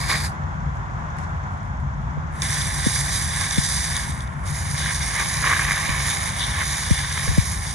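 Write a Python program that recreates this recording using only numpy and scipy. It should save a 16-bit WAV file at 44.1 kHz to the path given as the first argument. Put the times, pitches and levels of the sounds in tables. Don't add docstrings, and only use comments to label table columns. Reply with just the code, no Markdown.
import sys
import numpy as np
from scipy import signal
from scipy.fft import rfft, irfft, next_fast_len
from scipy.io import wavfile
from scipy.ndimage import uniform_filter1d

SR = 44100
rng = np.random.default_rng(int(sys.argv[2]) if len(sys.argv) > 2 else 0)


def store_pcm(level_fs):
    pcm = np.round(np.clip(level_fs, -1, 1) * 32767).astype(np.int16)
    wavfile.write(sys.argv[1], SR, np.atleast_2d(pcm).T)


N = 341334
FFT_SIZE = 64 * next_fast_len(N // 64 + 128)
FREQ_HZ = np.maximum(np.arange(FFT_SIZE // 2 + 1) * SR / FFT_SIZE, 1)
TIME_S = np.arange(N) / SR

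# time_s, hiss_db, splatter_db
SPELLS = [
    [(0.0, -38.5, -32.5), (0.08, -36.5, -31), (0.1, -31.5, -21), (0.15, -32, -24), (0.22, -37, -35),
     (0.266, -38, -31), (0.304, -58, -64), (0.36, -72, -62)],
    [(2.3, -86, -60), (2.325, -61, -51), (2.418, -43, -35), (2.422, -28.5, -27.5), (2.46, -31, -30),
     (2.76, -33, -31.5), (2.96, -28.5, -29.5), (3.02, -30.5, -32), (3.15, -28, -30), (3.29, -33.5, -32.5),
     (3.44, -30.5, -28), (3.54, -33, -30), (3.62, -27, -30.5), (3.77, -28.5, -31), (4.03, -34.5, -31),
     (4.13, -44.5, -40.5), (4.23, -48.5, -40), (4.3, -59, -43), (4.43, -58, -45)],
    [(4.45, -53, -43), (4.465, -41.5, -39), (4.73, -36.5, -34), (4.785, -32, -31), (4.9, -32.5, -26),
     (4.94, -32.5, -30.5), (5.14, -33, -29.5), (5.2, -30, -23.5), (5.25, -32, -30), (5.4, -32, -30),
     (5.46, -30, -21), (5.68, -33.5, -25), (5.72, -32, -25), (5.98, -34, -25), (6.04, -31.5, -29),
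     (6.2, -34, -30.5), (6.5, -34, -31.5), (6.61, -34, -25), (6.68, -32, -31.5), (6.9, -31.5, -31),
     (7.04, -33, -30), (7.14, -34, -30.5), (7.17, -31.5, -28.5), (7.33, -33.5, -29.5), (7.46, -32.5, -34.5),
     (7.58, -37, -35), (7.74, -37, -36.5)],
]
# centre_hz, width_hz, spell0_db, spell1_db, spell2_db
SURFACE_BANDS = [(450, 720, -9, -13.5, -17.5), (823, 53, -8, -5, -5), (1108, 226, 2.5, 2, 2),
                 (1785, 750, 5.5, 5.5, 4.5), (2248, 420, 3.5, 1, 3), (3070, 290, -23, -4, -0.5),
                 (3743, 610, 10.5, 8.5, 7), (4480, 400, 6, -8, -4.5), (4950, 265, 6.5, 4, 4.5),
                 (5600, 230, -1, 2, 4), (6105, 350, 0.5, 4.5, 4.5), (6700, 370, -0.5, 0.5, 3),
                 (7440, 590, -9, -6.5, -9), (8430, 600, -11, -8.5, -11.5), (9320, 1000, -15.5, -10.5, -10),
                 (10300, 1140, -16, -10, -10), (11010, 670, -12, -12.5, -12), (13500, 1800, -36, -30, -30)]
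# freq_hz, gain_db, lag_rad, coherence
LEFT_SHADE = [(640, 0, 1, .3), (1100, 0, .5, .75), (1550, -1, .2, .7), (1900, -1.5, .5, .9),
              (2240, -4.5, .4, .95), (2600, -7, 2.3, .6), (2930, 0, .2, .65), (3300, 6, .3, .6),
              (3650, 4.5, .5, .95), (3980, 0, 0, .9), (4300, 2, 2.4, .2), (4650, 3, 2.4, .5),
              (5050, 0, 2.2, .75), (5340, -1, 0, .3), (5700, -1, .5, .5), (6050, -1, .7, .9),
              (6400, 0, .8, .7), (6750, -1, .6, .9), (7060, -2, 0, .45), (7420, -1.5, -.8, .75),
              (7800, -3, -1, .4), (8050, -9, -3.6, .3), (8450, -7.5, -2.2, .7), (9100, -13, -1, .4),
              (9500, -16, -2, .6), (10200, -20, 1, .45), (11200, -31, 3, .15), (12100, -18, 3, .1),
              (12600, 6, 3, .1)]
# centre_s, boost_db, width_s
FINE_SWELLS = [(3.564, 2, 0.026), (3.97, 8, 0.016), (4.844, 6, 0.036), (6.44, 9, 0.037), (6.65, 4.5, 0.84)]
# freq_hz, relative_db
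BASS_SPECTRUM = [(13, -52), (22, -22), (34, -24), (52, -1.5), (87, -1), (117, -6.5), (144, -1), (177, -11),
                 (400, -35), (520, -65), (880, -120)]
# time_s, level_db
BASS_SWELL = [(0.0, -27.5), (2.2, -27), (2.7, -27.5), (3.2, -28), (5.3, -28), (6.8, -29), (7.74, -29)]
# freq_hz, relative_db
TYRE_SPECTRUM = [(180, -37), (300, -10.5), (441, -15), (793, -4.5), (1020, -1.5), (1200, -5.5),
                 (1400, -4.5), (2030, -15), (2200, -17.5), (2410, -23.5), (2950, -29.5), (3450, -27),
                 (3900, -34), (4470, -36.5), (6780, -31.5), (12000, -63.5), (15600, -77), (22000, -120)]
# time_s, gain_db
TYRE_SWELL = [(0.0, 3), (0.6, 1.5), (1.4, 0.5), (2.3, 0), (4.3, -1.5), (6.0, 1), (7.74, -1)]
# freq_hz, left_minus_right_db, coherence
TRAFFIC_SIDES = [(62.4, -0.7, 0.98), (204, 6.5, 0.88), (557, -3, 0), (1340, 1.5, 0.71), (2180, 1.5, 0.16),
                 (5850, 6, 0), (8100, 2.5, 0.4), (10800, -25, 0.4)]
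# start_s, strength_db
SMACKS = [(0.094, -10), (0.125, -8), (0.144, -12), (4.8589, -15), (4.908, -13), (5.166, -23), (5.188, -12),
          (5.201, -15), (5.211, -16), (5.223, -12), (5.4243, -9), (5.441, -7), (5.4618, -12), (5.475, -14),
          (5.499, -8), (5.509, -6), (5.514, -5.5), (5.526, -8), (5.532, -6), (5.5647, -12), (5.5924, -7),
          (5.6, -13), (5.617, -9), (5.65, -13), (5.689, -12), (5.7087, -8), (5.718, -10), (5.755, -19),
          (5.7703, -15), (5.9234, -21), (6.0823, -16), (6.1694, -19), (6.2575, -15), (6.4053, -20),
          (6.5375, -16), (6.5819, -15), (6.6134, -11), (6.628, -18), (7.1152, -18), (7.1586, -19),
          (7.195, -15), (7.28, -17), (7.1759, -10)]
# start_s, strength_db, left_minus_right_db
CRACKLES = [(0.7537, -43, -5), (1.1682, -38, -1.5), (1.185, -28, 1), (1.2144, -45, 4), (1.2374, -41, 2.0),
            (1.294, -44, 0), (1.365, -47, 0), (1.508, -45, 0), (1.5224, -43, -3), (1.535, -43, 0),
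            (1.5753, -42, 4), (1.6304, -40, 0.0), (1.652, -44, 0), (1.6734, -42, 5.5), (1.8003, -41, 0),
            (2.016, -43, 0), (2.135, -47, 0)]
# centre_s, width_s, strength_db, centre_hz, width_hz
BRUSHES = [(0.78, .04, -66, 7000, 6000), (1.24, .05, -49, 6000, 4000), (1.6, .13, -50, 2200, 400)]
# crest_s, peak_db, fullest_age_s, log_spread, ripple_db, ripple_hz
KNOCKS = [(2.182, -17, .014, 0.4, -32, 490), (2.8737, -4.5, 0.01, 0.29, -22, 475),
          (3.587, -5.5, .013, 0.33, -28.5, 480), (4.1005, -20, 0.011, 0.29, -44, 500),
          (5.897, -15.5, 0.013, 0.32, -40, 503), (6.915, -3.5, 0.015, 0.44, -28, 520),
          (7.2864, -9.5, 0.022, 0.39, -26, 487), (7.323, -21, .011, 0.46, -32, 450),
          (7.386, -2.5, 0.014, 0.4, -23.5, 554)]
# start_s, strength_db
SPITS = [(2.4198, -5), (2.5292, -13), (2.6179, -14), (3.3114, -20), (3.5094, -10), (3.5937, -11.5),
         (3.966, -9), (4.122, -25), (4.206, -21), (4.221, -26), (4.275, -31), (4.458, -25.5), (4.475, -26),
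         (4.486, -20), (4.7805, -12), (4.9482, -15), (5.238, -14), (5.3398, -14), (5.9429, -19),
         (6.0077, -19), (6.3949, -13), (7.125, -16), (7.3218, -15), (7.6675, -18)]

SLAP_HZ, SPLATTER_HZ, FINE_HZ, HISS_HZ, MIST_HZ = 284, 1380, 2750, 4250, 7900
FULL_HISS_DB, FULL_SPLATTER_DB = -32, -30
TREBLE_BROADENING, BAND_STRETCH, SWAY_SHARE = (1.77, 1.06, 0.99), (1, 0.98, 0.97), (0, .4, 1)


def undb(db):
    return 10 ** (np.asarray(db) / 20)


def unit(x):
    return x / np.sqrt(np.mean(x ** 2))


def noise(samples=N):
    return rng.standard_normal((2, samples))


def along_hz(table):
    hz, *columns = np.transpose(table)
    return [np.interp(np.log(FREQ_HZ), np.log(hz), column) for column in columns]


def shape(x, response):
    return irfft(rfft(x, FFT_SIZE) * response, FFT_SIZE)[..., :N]


def causal(gain):
    cepstrum = irfft(np.log(gain[::32] + 1e-6))
    cepstrum[1:len(cepstrum) // 2] *= 2
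    cepstrum[len(cepstrum) // 2 + 1:] = 0
    return rfft(irfft(np.exp(rfft(cepstrum))), FFT_SIZE)


def under(hz):
    return 1 / np.sqrt(1 + (FREQ_HZ / hz) ** 24)


def resonance(centre_hz, width_hz, stretch=1):
    return 1 / (1 + (2 * (FREQ_HZ / stretch - centre_hz) / width_hz) ** 2)


def bump(centre_s, width_s):
    return np.exp(-((TIME_S - centre_s) / width_s) ** 2)


def walk(rate_hz):
    hold = int(SR / rate_hz)
    steps = np.repeat(rng.standard_normal(N // hold + 1), hold)
    return unit(uniform_filter1d(uniform_filter1d(steps, hold), hold)[:N])


def bursts(events, decay_s):
    marks = np.zeros(N)
    for start_s, db in events:
        marks[int(start_s * SR)] = undb(db)
    return signal.lfilter([1], [1, -np.exp(-1 / (decay_s * SR))], marks)


def ports(right, unrelated, gain_db, lag_rad, coherence):
    gain_db, lag_rad, coherence = (uniform_filter1d(uniform_filter1d(curve, 600), 600)
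                                   for curve in (gain_db, lag_rad, np.clip(coherence, 0, .96)))
    shared = shape(right, undb(gain_db) * coherence * np.exp(-1j * lag_rad))
    apart = shape(unrelated, undb(gain_db) * np.sqrt(1 - coherence ** 2))
    return np.array([shared + apart, right])


def surface_gain(spell, stretch=1):
    power = 0
    for hz, width_hz, *spell_db in SURFACE_BANDS:
        width_hz *= TREBLE_BROADENING[spell] if hz > HISS_HZ else 1
        power += (undb(spell_db[spell]) * resonance(hz, width_hz, BAND_STRETCH[spell] * stretch)) ** 2
    return np.sqrt(power)


def drops(rate_hz, spread_db, mist_db, surge_db):
    hits = rng.random((2, N)) < rate_hz / SR
    sizes = undb(spread_db * np.minimum(rng.exponential(size=(2, N)), 4.5)) * np.sign(noise())
    return (unit(hits * sizes) + undb(mist_db) * noise()) * undb(surge_db)


def jet(colour):
    time_s, *columns = np.concatenate(SPELLS).T
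    hiss_db, splatter_db = (np.interp(TIME_S, time_s, column) for column in columns)
    force_db = hiss_db - FULL_HISS_DB
    direct_db = splatter_db - FULL_SPLATTER_DB - force_db
    slap_db = splatter_db - 6.5 + 0.29 * (splatter_db + 25.5)
    mist_db = hiss_db + 4 - 0.25 * np.maximum(force_db, -8) - 0.07 * direct_db + 0.5 * walk(27)
    fine_db = hiss_db - 9 + 0.28 * direct_db + 0.17 * force_db + 0.5 * walk(17)
    fine_db += sum(db * bump(centre_s, width_s) for centre_s, db, width_s in FINE_SWELLS)
    sputter_db = .3 * walk(18) + .9 * walk(60)
    lumpiness = np.clip(0.77 + 0.017 * (splatter_db - hiss_db), .3, 2)
    gulp_db = 0.99 * sputter_db + 0.97 * lumpiness * walk(200) + 0.38 * walk(12)
    heavy = drops(rate_hz=1200, spread_db=4.25, mist_db=1.4, surge_db=gulp_db)
    fine = drops(rate_hz=5000, spread_db=5.5, mist_db=0.84, surge_db=sputter_db + 1.5 * walk(40))
    tiny = drops(rate_hz=9000, spread_db=7, mist_db=1, surge_db=sputter_db + 0.58 * walk(30))
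    edges = [under(hz) for hz in (SLAP_HZ, SPLATTER_HZ, FINE_HZ, HISS_HZ, MIST_HZ)] + [1]
    bands = [top * np.sqrt(1 - bottom ** 2) for bottom, top in zip(edges, edges[1:])]
    layers = (heavy, slap_db), (heavy, splatter_db), (fine, fine_db), (tiny, hiss_db), (tiny, mist_db)
    return sum(unit(shape(shower, causal(colour * band))) * undb(db)
               for (shower, db), band in zip(layers, bands))


def aim(water, colour):
    spell = np.searchsorted([rows[0][0] for rows in SPELLS], TIME_S, side='right') - 1
    aimed = sum(shape(water * (spell == k), causal(surface_gain(k) / colour)) for k in range(2))
    aimed += water * (spell == 2)
    sway = (.5 + .5 * np.tanh(walk(5))) * np.take(SWAY_SHARE, spell)
    raised = shape(aimed, causal(surface_gain(2, stretch=1.035) / colour))
    return (1 - sway) * aimed + sway * raised


def traffic(tyre_db=-35, lag_s=0.0003):
    low = under(305)
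    bass = shape(noise(), undb(along_hz(BASS_SPECTRUM)[0]) * low)
    bass += shape(bass, under(74.4)) * (undb(5 * bump(7.43, 0.25)) - 1)
    tyres = shape(noise(), undb(along_hz(TYRE_SPECTRUM)[0]) * np.sqrt(1 - low ** 2))
    bass_db = np.interp(TIME_S, *np.transpose(BASS_SWELL)) + 0.72 * walk(20)
    drift_db = np.interp(TIME_S, *np.transpose(TYRE_SWELL)) + .6 * walk(2) + .5 * walk(25)
    far = unit(bass) * undb(bass_db) + unit(tyres) * undb(tyre_db + drift_db)
    side_db, coherence = along_hz(TRAFFIC_SIDES)
    return shape(ports(*far, side_db, 2 * np.pi * FREQ_HZ * lag_s, coherence), undb(-side_db / 2))


def smacks(colour, top_hz=2450):
    envelope = uniform_filter1d(bursts(SMACKS, decay_s=0.0026), 60)
    return shape(noise() * envelope, undb(5) * causal(colour * under(top_hz)))


def insect(offset_s=.4365, period_s=.16676, decay_s=.004):
    age_s = (TIME_S - offset_s) % period_s
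    ticks = np.exp(-age_s / decay_s) * rng.standard_normal(N)
    return undb([[-37], [-46]]) * shape(ticks, causal(resonance(centre_hz=6170, width_hz=2600) ** 2))


def crackles(faint_count=14, faint_span_s=(.5, 2.3)):
    out, age_s = np.zeros((2, N + SR)), np.arange(SR // 20) / SR
    faint = [(rng.uniform(*faint_span_s), rng.normal(-54, 3), rng.normal(0, 3))
             for _ in range(faint_count)]
    envelope = np.exp(-age_s / 0.0012) * (1 - np.exp(-age_s / 0.0005)) + 0.17 * np.exp(-age_s / 0.033)
    for start_s, db, pan_db in faint + CRACKLES:
        at = int(start_s * SR)
        gains = undb([[db + pan_db / 2], [db - pan_db / 2]])
        out[:, at:at + len(age_s)] += gains * noise(len(age_s)) * envelope
    colour = 1 / (1 + ((FREQ_HZ - 8000) / 3500) ** 4) + undb(12) * resonance(2000, 800)
    shade = undb(np.minimum(along_hz(LEFT_SHADE)[0], 0))
    return shape(out[:, :N], causal(colour) * np.array([shade, np.ones_like(shade)]))


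def brushes():
    return sum(shape(noise() * undb(db + 3.4 * walk(60)) * bump(at_s, width_s), resonance(hz, width_hz))
               for at_s, width_s, db, hz, width_hz in BRUSHES)


def knocks(crest_age_s=0.012, ripple_lead_s=.0085, ripple_width_s=.0025, sag_per_s=45):
    out, age_s = np.zeros((2, N + SR)), np.arange(1, SR // 12) / SR
    bend_rad = 2 * np.pi * 1.8 * np.log(age_s / crest_age_s)
    ripple_s = np.arange(-SR // 100, SR // 100) / SR
    ripple_envelope = np.exp(-.5 * (ripple_s / ripple_width_s) ** 2)
    for crest_s, db, fullest_s, spread, ripple_db, ripple_hz in KNOCKS:
        left, right = (np.exp(-.5 * (np.log(age_s / peak_s) / spread) ** 2)
                       for peak_s in (fullest_s, 0.8 * fullest_s))
        wave = np.array([left * np.cos(bend_rad), undb(-3) * right * np.cos(bend_rad - 2.3)])
        at = int((crest_s - crest_age_s) * SR)
        out[:, at:at + len(age_s)] += undb(db) * wave
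        ripple_rad = 2 * np.pi * ripple_hz * ripple_s * (1 - sag_per_s * ripple_s / 2)
        ripple = ripple_envelope * np.cos([ripple_rad, ripple_rad - 1.2])
        at = int((crest_s - ripple_lead_s + ripple_s[0]) * SR)
        out[:, at:at + len(ripple_s)] += undb(ripple_db) * ripple
    return shape(out[:, :N], under(1000))


def spits(colour):
    bright = colour ** 0.89 * (1 - under(FINE_HZ)) * FREQ_HZ / HISS_HZ
    return shape(noise() * bursts(SPITS, decay_s=.0009), causal(bright))


def scene():
    colour = surface_gain(2)
    shut = (TIME_S > SPELLS[0][-1][0]) & (TIME_S < SPELLS[1][0][0])
    water = aim(jet(colour), colour) * ~shut + smacks(colour) + spits(colour)
    return ports(*water, *along_hz(LEFT_SHADE)) + knocks() + crackles() + brushes() + insect() + traffic()


def record(dry, top_hz=12100, stop_hz=14400):
    band = signal.sosfilt(signal.ellip(7, .3, 22, top_hz, fs=SR, output="sos"), dry)
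    return signal.sosfilt(signal.ellip(8, .2, 60, stop_hz, fs=SR, output="sos"), band)


dry = scene()
out = record(dry)
store_pcm(out)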